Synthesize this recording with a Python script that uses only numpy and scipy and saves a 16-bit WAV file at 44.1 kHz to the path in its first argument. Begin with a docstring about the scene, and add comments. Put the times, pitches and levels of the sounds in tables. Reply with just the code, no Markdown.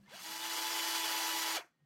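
"""A small geared hand drill in a small workshop is triggered, spins up, comes nearer and is braked to a stop.
Sines at multiples of shaft and gear-mesh speed sing over grainy noise coloured by the housing.
Short gliding rings mark trigger and brake; low-mid noise grains rattle out at the end.
A decaying-noise room answers the tool; rumble, hiss, a wavering low hum and two thin tones lie behind.
One microphone feeds both channels alike.
"""
import sys
import numpy as np
from scipy import signal
from scipy.fft import rfft, irfft, next_fast_len
from scipy.io import wavfile
from scipy.ndimage import uniform_filter1d, map_coordinates

SR = 44100
rng = np.random.default_rng(int(sys.argv[2]) if len(sys.argv) > 2 else 0)


def pcm_store(signal):
    """Save signal as 16-bit PCM."""
    levels = np.round(np.clip(np.atleast_2d(signal), -1, 1) * 32767)
    wavfile.write(sys.argv[1], SR, levels.astype(np.int16).T)


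def volts_from_decibels(level):
    """Turn decibel levels (scalar or array-like) into linear amplitude factors."""
    exponent = np.asarray(level, float) / 20
    return 10 ** exponent


N = 81585
TIME = np.arange(N) / SR  # s

# Background rumble and low hum: (time [s], rumble level before AIR_DB [dB], hum level [dB])
AIR_LEVELS = [(0, -66.5, -62.5), (.06, -81, -64), (.085, -71, -87), (.125, -81, -85), (.145, -69, -64.5),
              (.165, -79, -65), (.195, -81, -78), (.222, -69, -65), (.245, -89, -79), (.3, -74, -73),
              (.4, -79.5, -77), (.65, -83.5, -84), (1.5, -88.5, -81.5), (1.78, -91.5, -90.5),
              (1.805, -90, -83), (1.825, -85, -75.5), (1.84, -83.5, -71), (1.85, -86, -78)]
# Rumble spectrum: (frequency [Hz], relative gain [dB])
AIR_SPECTRUM = [(15, -65.5), (25, -18), (86, -2.5), (114, -9.5), (145, 8.5), (177, -6), (230, -3.5),
                (300, -30.5), (510, -120)]
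AIR_DB = 1.5  # added to the rumble level
# Low hum pitch before its wander: (time [s], pitch [Hz])
HUM_PITCH = [(0, 197.3), (.17, 200), (.225, 184), (.3, 196), (1.6, 170.2), (1.8, 149.5), (1.85, 147)]
HUM_WANDER_HZ = 8.6  # scales the random pitch curve
# Room hiss: (time [s], level [dB])
HISS_LEVEL = [(0, -76), (.1, -72), (1.6, -84), (1.78, -86), (1.85, -83)]
# Hiss spectrum: (frequency [Hz], relative gain [dB])
HISS_SPECTRUM = [(140, -24), (230, 5), (420, -4.5), (1400, -11.5), (3000, -19.5), (15000, -30)]
# Thin tones in the quiet: (fade-in start [s], fade-out start [s], frequency [Hz], level [dB])
THIN_TONES = [(1.64, 1.71, 1520, -87), (1.73, 1.848, 1860, -92)]

# Trigger and brake blips, and housing flares near 4 kHz:
# (centre time [s], frequency at centre [Hz], glide [Hz/s], bell width as sigma [s], peak level [dB])
BLIPS = [(0.041, 1700, 8000, .009, -75.5), (0.037, 2700, 12000, 0.0057, -79),
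         (0.044, 4400, 8002, 0.0053, -78), (.061, 7400, 0, .0007, -74), (0.081, 6000, 0, .001, -66),
         (0.094, 8100, 0, .0008, -66), (0.065, 1790, 3000, 0.0055, -66.5), (0.08, 2110, 3000, .0045, -60),
         (.088, 975, -800, 0.007, -62), (0.14, 1610, 3010, 0.0054, -52), (0.33, 4050, 1998.5, 0.008, -51),
         (0.43, 3700, 1998.5, 0.009, -44), (.725, 3970, -2000, 0.0081, -45.5),
         (0.83, 4000, 2000, 0.0085, -40), (1.576, 2330, -5000, 0.0033, -38), (1.57, 1300, -5, 0.0045, -41),
         (1.622, 944, 0, 0.0056, -53.5), (1.612, 720, 0, 0.0066, -56), (1.65, 335, 0, 0.0096, -68.5)]

# Decay of the workshop's answer: (frequency [Hz], time to fall 60 dB [s])
ROOM_DECAY = [(300, 0.16), (1500, 0.25), (3200, 0.079), (6000, 0.21), (12000, 0.17)]
ROOM_DB = -16

# Shaft speed before a slight wander: (time [s], speed [turns/s])
SHAFT_SPEED = [(.08, 70), (.11, 135), (.13, 188), (.145, 222), (.165, 258), (.19, 293), (.235, 316),
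               (.28, 323), (.36, 328), (.42, 331.5), (.55, 332), (.72, 333), (.84, 332.3), (.96, 330.3),
               (1.08, 328.2), (1.2, 328.8), (1.3, 328), (1.562, 328), (1.571, 295), (1.58, 245),
               (1.59, 175), (1.603, 128), (1.64, 40)]
# Running drill: (time [s], lower noise [dB], upper noise before flutter [dB], relative gain of tones [dB])
RUN_LEVELS = [(0, -95, -85, 5), (.04, -83, -84, 34), (.075, -69.5, -82, -7), (.09, -61.5, -74, 0),
              (.115, -58, -63.5, 0), (.15, -54, -58, 0), (.2, -54, -54.5, 3), (.235, -56, -49, -1),
              (.26, -52.5, -48.5, 6.5), (.36, -50, -46.5, 2), (.55, -45, -42.5, -0.5), (.75, -44, -41, 1),
              (1, -42.5, -40, 1), (1.3, -43.5, -41, 3), (1.5, -42, -40, 1.5), (1.555, -42.5, -40.5, 1.5),
              (1.575, -39, -43.5, -3), (1.6, -48, -62.5, -1), (1.63, -72, -80, -3), (1.665, -82, -81, 0),
              (1.73, -91, -100, 12)]
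SPEED_LAW_DB, FULL_HZ = 220, 330  # tone gain in dB per tenfold speed; speed of zero gain

# Shaft tones, one entry each: (order [multiples of shaft speed])
SHAFT_ORDERS = [1, 2, 3, 4, 6, 9, 15, 18, 21, 24, 30, 33, 36, 37.5, 39]
# (relative level [dB])
SHAFT_LEVELS = [-15.3, -23, -12, -24, -17, -13, -18, -21, -17, -36.5, -24.5, -34.5, -29, -29, -15]
# (slope of the limited random waver [dB])
SHAFT_WAVER = [.8, 3, 2.5, 4, 5, 5, 4, 4, 4, 4, 4, 4, 4, 4, 3]
EARLY_ORDER, EARLY_DB = 21, 8  # orders from here up regain up to this much while the shaft is slow
WHINE_LAG_DB, WHINE_SETTLE_S = 5, .4  # the highest order starts weaker; its lag is down to 1/e here

# Gear-tooth tones: (multiple of the mesh rate)
TEETH_ORDERS = [1, 2, 4, 8]
# (relative level [dB])
TEETH_LEVELS = [-28, -10, -24.5, -26]
MESH = 1.309  # gear-mesh rate over shaft rate
CHUCK_HZ, CHUCK_SWING_DB, CHUCK_PEAK_S = 9.9, 4, 1.254  # swell rate, depth each way, time of a peak

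# Start strain: level, centre time and bell width (sigma)
START_DB, START_S, START_WIDE_S = -56, .139, .016
# Brake squeal: level, peak time and rise bell width (sigma), fade rate, start of the final cut
BRAKE_DB, BRAKE_S, BRAKE_RISE_S = -39.5, 1.571, .005
BRAKE_FADE_DB_PER_S, BRAKE_CUT_S = 620, 1.6

# Body spectrum of the drill noise: (frequency [Hz], relative gain [dB])
BODY_SPECTRUM = [(150, -50.5), (250, -36), (318, -14.5), (378, -20.5), (717, -14.5), (852, -8.5),
                 (1120, -10), (3010, -9.5), (3700, -8.5), (4630, -4), (15500, -9)]
# Centres of housing resonances and dips: (frequency [Hz])
HOUSING_CENTRES = [1300, 2970, 3440, 3690, 3950, 4600, 5180, 5950, 7500, 10350, 12800, 13300, 14500]
# At each centre: (full width at half the dB gain [Hz], gain [dB])
HOUSING_SHAPES = [(200, 0.5), (258, 5.5), (204, 8.5), (161, -8), (249, 6), (339, 3), (199.4, -0.5),
                  (160, 4), (370, -1.5), (410, -9), (400, 1.5), (320, 1.5), (1512, -8)]
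SPLIT_HZ = 2400  # crossover of lower and upper noise
GATE = .07  # depth of the once-a-turn beat, as a fraction
GRIT_DB, PATCHY_DB = 1.6, 1.5  # spikiness; patchiness over time and frequency
PATCH_FADE_HZ = 6860  # patchiness is halved here and thins out above

# Fluttering housing rings: (frequency [Hz], full width at -6 dB [Hz], level over the upper noise [dB])
FLUTTER_RINGS = [(3008, 350, -15), (3440, 180, -16), (4606, 370, -16), (5230, 160, -17), (5990, 120, -16.5)]
FLUTTER_DB, FLUTTER_RATE = 6.5, 54.77  # scale of the random flutter; its knots per second

# Gears rattling out: (time [s], level [dB])
RATTLE_LEVEL = [(1.57, -90), (1.595, -50), (1.625, -57.5), (1.66, -71), (1.705, -81), (1.735, -100)]
# Rattle spectrum: (frequency [Hz], relative gain [dB])
RATTLE_SPECTRUM = [(150, -60), (300, -5), (900, 0), (2000, 1.5), (2650, -1.5), (2950, -28), (4000, -80.5)]
RATTLE_DB, RATTLE_RATE = 4, 260  # graininess; its knots per second


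def unit(x):
    """Scale to rms 1."""
    return x / np.sqrt(np.mean(x ** 2) + 1e-20)


def along(points, hz):
    """Interpolate (frequency, value) points on a log axis."""
    f, v = np.transpose(points)
    return np.interp(np.log(hz + 1), np.log(f + 1), v)


def curves(rows):
    """One value per sample for each column after the time."""
    s, *cols = np.transpose(rows)
    return [np.interp(TIME, s, c) for c in cols]


def wobble(rate):
    """A smooth random curve with rate knots a second."""
    knots = rng.standard_normal(int(N * rate / SR) + 4)
    return map_coordinates(knots, [np.arange(N) * rate / SR])


def filtered(x, db_of):
    """Apply a gain in dB that depends on frequency."""
    m = next_fast_len(N + 8192)
    gain = volts_from_decibels(db_of(np.fft.rfftfreq(m, 1 / SR)))
    return irfft(rfft(x, m) * gain, m)[:N]


def bump(s, wide):
    """A Gaussian bell in time."""
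    return np.exp(-.5 * ((TIME - s) / wide) ** 2)


def coloured_noise(points):
    """White noise shaped to a spectrum, at rms 1."""
    return unit(filtered(rng.standard_normal(N), lambda hz: along(points, hz)))


def room_air(level_db):
    """Low rumble of the place: shaped noise that follows a level curve."""
    return volts_from_decibels(level_db + AIR_DB) * coloured_noise(AIR_SPECTRUM)


def low_hum(level_db):
    """A sine whose pitch and level wander at random."""
    pitch, = curves(HUM_PITCH)
    phase = 2 * np.pi * np.cumsum(pitch + HUM_WANDER_HZ * wobble(50)) / SR
    return np.sqrt(2) * volts_from_decibels(level_db + 2.3 * wobble(30.16)) * np.sin(phase)


def room_hiss():
    """Broadband noise that sinks while the drill runs and slopes down toward the treble."""
    return volts_from_decibels(curves(HISS_LEVEL)[0]) * coloured_noise(HISS_SPECTRUM)


def blips():
    """Switch, housing and brake ring briefly: gliding sines under bells of wavering level."""
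    total = np.zeros(N)
    for s, hz, glide, width, db in BLIPS:
        after = TIME - s
        # half the glide in the phase gives the full glide in pitch
        phase = 2 * np.pi * (hz + glide * np.clip(after, -.05, .05) / 2) * after
        total += volts_from_decibels(db + 2.0 * wobble(160)) * bump(s, width) * np.sin(phase)
    return total


def room(x):
    """The workshop answers after 300 samples; each frequency of its noise tail dies at its own speed."""
    hz, t, z = signal.stft(rng.standard_normal(SR // 2), SR, nperseg=256)
    decay = volts_from_decibels(-60 * t / along(ROOM_DECAY, hz)[:, None])
    tail = signal.istft(z * decay, SR, nperseg=256)[1]
    return signal.fftconvolve(np.pad(x, (300, 0)), tail / np.linalg.norm(tail))[:N]


def order_tone(turn, order, db, waver):
    """A sine locked to a multiple of the shaft angle, its level wavering within limits."""
    level = volts_from_decibels(db + 1.5 * waver * np.tanh(wobble(45) / 1.5))
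    return level * np.sin(order * turn + rng.uniform(0, 2 * np.pi))


def shaft_tones(turn, law_db):
    """Shaft and commutator sing at orders of the turning rate, the high ones earlier in the spin-up."""
    lag_db = WHINE_LAG_DB * np.exp(-(TIME / WHINE_SETTLE_S) ** 4)
    early_db = -np.maximum(law_db, -EARLY_DB)
    total = np.zeros(N)
    for order, db, waver in zip(SHAFT_ORDERS, SHAFT_LEVELS, SHAFT_WAVER):
        if order == max(SHAFT_ORDERS):
            db = db - lag_db
        if order >= EARLY_ORDER:
            db = db + early_db
        total += order_tone(turn, order, db, waver)
    return total


def gear_tones(turn, chuck_db):
    """Gear teeth sing at multiples of the mesh rate, swelling with the chuck's slow swing."""
    teeth = sum(order_tone(turn, k * MESH, db, 1.8) for k, db in zip(TEETH_ORDERS, TEETH_LEVELS))
    return volts_from_decibels(chuck_db) * teeth


def gritty_noise(turn):
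    """Brush and gear noise: spiky white noise beaten once a turn, patchy over time and frequency."""
    spikes_db = 2 * GRIT_DB * np.tanh(wobble(900) / 2)
    drift_db = 0.91 * wobble(59.38) + 0.14 * wobble(11.0)
    grit = rng.standard_normal(N) * (1 + GATE * np.cos(turn)) * volts_from_decibels(spikes_db + drift_db)
    hz, _, z = signal.stft(grit, SR, nperseg=512)
    field = uniform_filter1d(rng.standard_normal(z.shape), size=4, axis=0)
    field = uniform_filter1d(field, size=6, axis=1)
    patches_db = PATCHY_DB * unit(field) / (1 + (hz[:, None] / PATCH_FADE_HZ) ** 2)
    return signal.istft(z * volts_from_decibels(patches_db), nperseg=512)[1][:N]


def housing_gain(hz):
    """Body spectrum in dB with the housing's resonances and dips added."""
    peaks = zip(HOUSING_CENTRES, HOUSING_SHAPES)
    return along(BODY_SPECTRUM, hz) + sum(db / (1 + (2 * (hz - c) / w) ** 2) for c, (w, db) in peaks)


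def housing_noise(grit):
    """The housing colours the grit, which is split into lower and upper noise of rms 1."""
    low = filtered(grit, lambda hz: housing_gain(hz) - 10 * np.log10(1 + (hz / SPLIT_HZ) ** 6))
    high = filtered(grit, lambda hz: housing_gain(hz) - 10 * np.log10(1 + (SPLIT_HZ / (hz + 1)) ** 6))
    return unit(low), unit(high)


def flutter_rings(chuck_db):
    """Narrow noise bands of the housing flutter at random and swell with the chuck."""
    total = np.zeros(N)
    for centre, width, db in FLUTTER_RINGS:
        flutter = volts_from_decibels(FLUTTER_DB * wobble(FLUTTER_RATE) + chuck_db)
        noise = rng.standard_normal(N)
        ring = unit(filtered(noise, lambda hz: -20 * np.log10(1 + (2 * (hz - centre) / width) ** 2)))
        total += volts_from_decibels(db) * unit(flutter * ring)
    return total


def start_strain(turn):
    """The third shaft order swells briefly during the spin-up."""
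    return np.sqrt(2) * bump(START_S, START_WIDE_S) * order_tone(turn, 3, START_DB, .5)


def brake_squeal(turn):
    """Twice the mesh rate flares under the brake, fades steadily in dB and is cut off."""
    after = TIME - BRAKE_S
    fade = volts_from_decibels(-BRAKE_FADE_DB_PER_S * np.abs(after))
    shape = np.where(after < 0, bump(BRAKE_S, BRAKE_RISE_S), fade)
    # linear cut lasting two rise widths
    shape = shape * np.clip((BRAKE_CUT_S - TIME) / BRAKE_RISE_S / 2 + 1, 0, 1)
    return np.sqrt(2) * shape * order_tone(turn, 2 * MESH, BRAKE_DB, 1.5)


def drill():
    """One shaft angle drives tones, noise beat and strain; tones strengthen steeply with speed."""
    speed, = curves(SHAFT_SPEED)
    low_db, high_db, tone_db = curves(RUN_LEVELS)
    law_db = SPEED_LAW_DB * np.log10(speed / FULL_HZ)
    turn = 2 * np.pi * np.cumsum(speed * (1 + .0007 * wobble(40))) / SR
    chuck_db = CHUCK_SWING_DB * np.cos(2 * np.pi * CHUCK_HZ * (TIME - CHUCK_PEAK_S))
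    tones = shaft_tones(turn, law_db) + gear_tones(turn, chuck_db)
    low, high = housing_noise(gritty_noise(turn))
    high = high + flutter_rings(chuck_db)
    running = volts_from_decibels(low_db) * (low + 2 * volts_from_decibels(tone_db + law_db) * tones) + volts_from_decibels(high_db) * high
    return running + start_strain(turn) + brake_squeal(turn)


def rattle():
    """Loose gears knock about in the low mids as the tool stops: shaped, grainy noise."""
    grains = rng.standard_normal(N) * volts_from_decibels(RATTLE_DB * np.tanh(wobble(RATTLE_RATE)))
    shaped = unit(filtered(grains, lambda hz: along(RATTLE_SPECTRUM, hz)))
    return volts_from_decibels(curves(RATTLE_LEVEL)[0]) * shaped


def thin_tones():
    """Faint steady-pitched sines of wavering level, with 10 ms fades."""
    total = np.zeros(N)
    for start, end, hz, db in THIN_TONES:
        fade = np.clip(np.minimum(TIME - start, end + .01 - TIME) / .01, 0, 1)
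        total += volts_from_decibels(db + 2.5 * wobble(40)) * fade * np.sin(2 * np.pi * hz * TIME)
    return np.sqrt(2) * total


def scene():
    """Tool, its room answer and the background at one microphone, both channels alike."""
    air_db, hum_db = curves(AIR_LEVELS)
    background = room_air(air_db) + low_hum(hum_db) + room_hiss() + thin_tones()
    tool = blips() + drill() + rattle()
    mono = tool + volts_from_decibels(ROOM_DB) * room(tool) + background
    return np.array([mono, mono])


def top_cut(x):
    """Nothing passes above the cut-off."""
    return signal.sosfilt(signal.butter(12, 15680, fs=SR, output="sos"), x)


def record(dry):
    """Hand on the finished microphone mix."""
    return top_cut(dry)


dry = scene()
out = record(dry)
pcm_store(out)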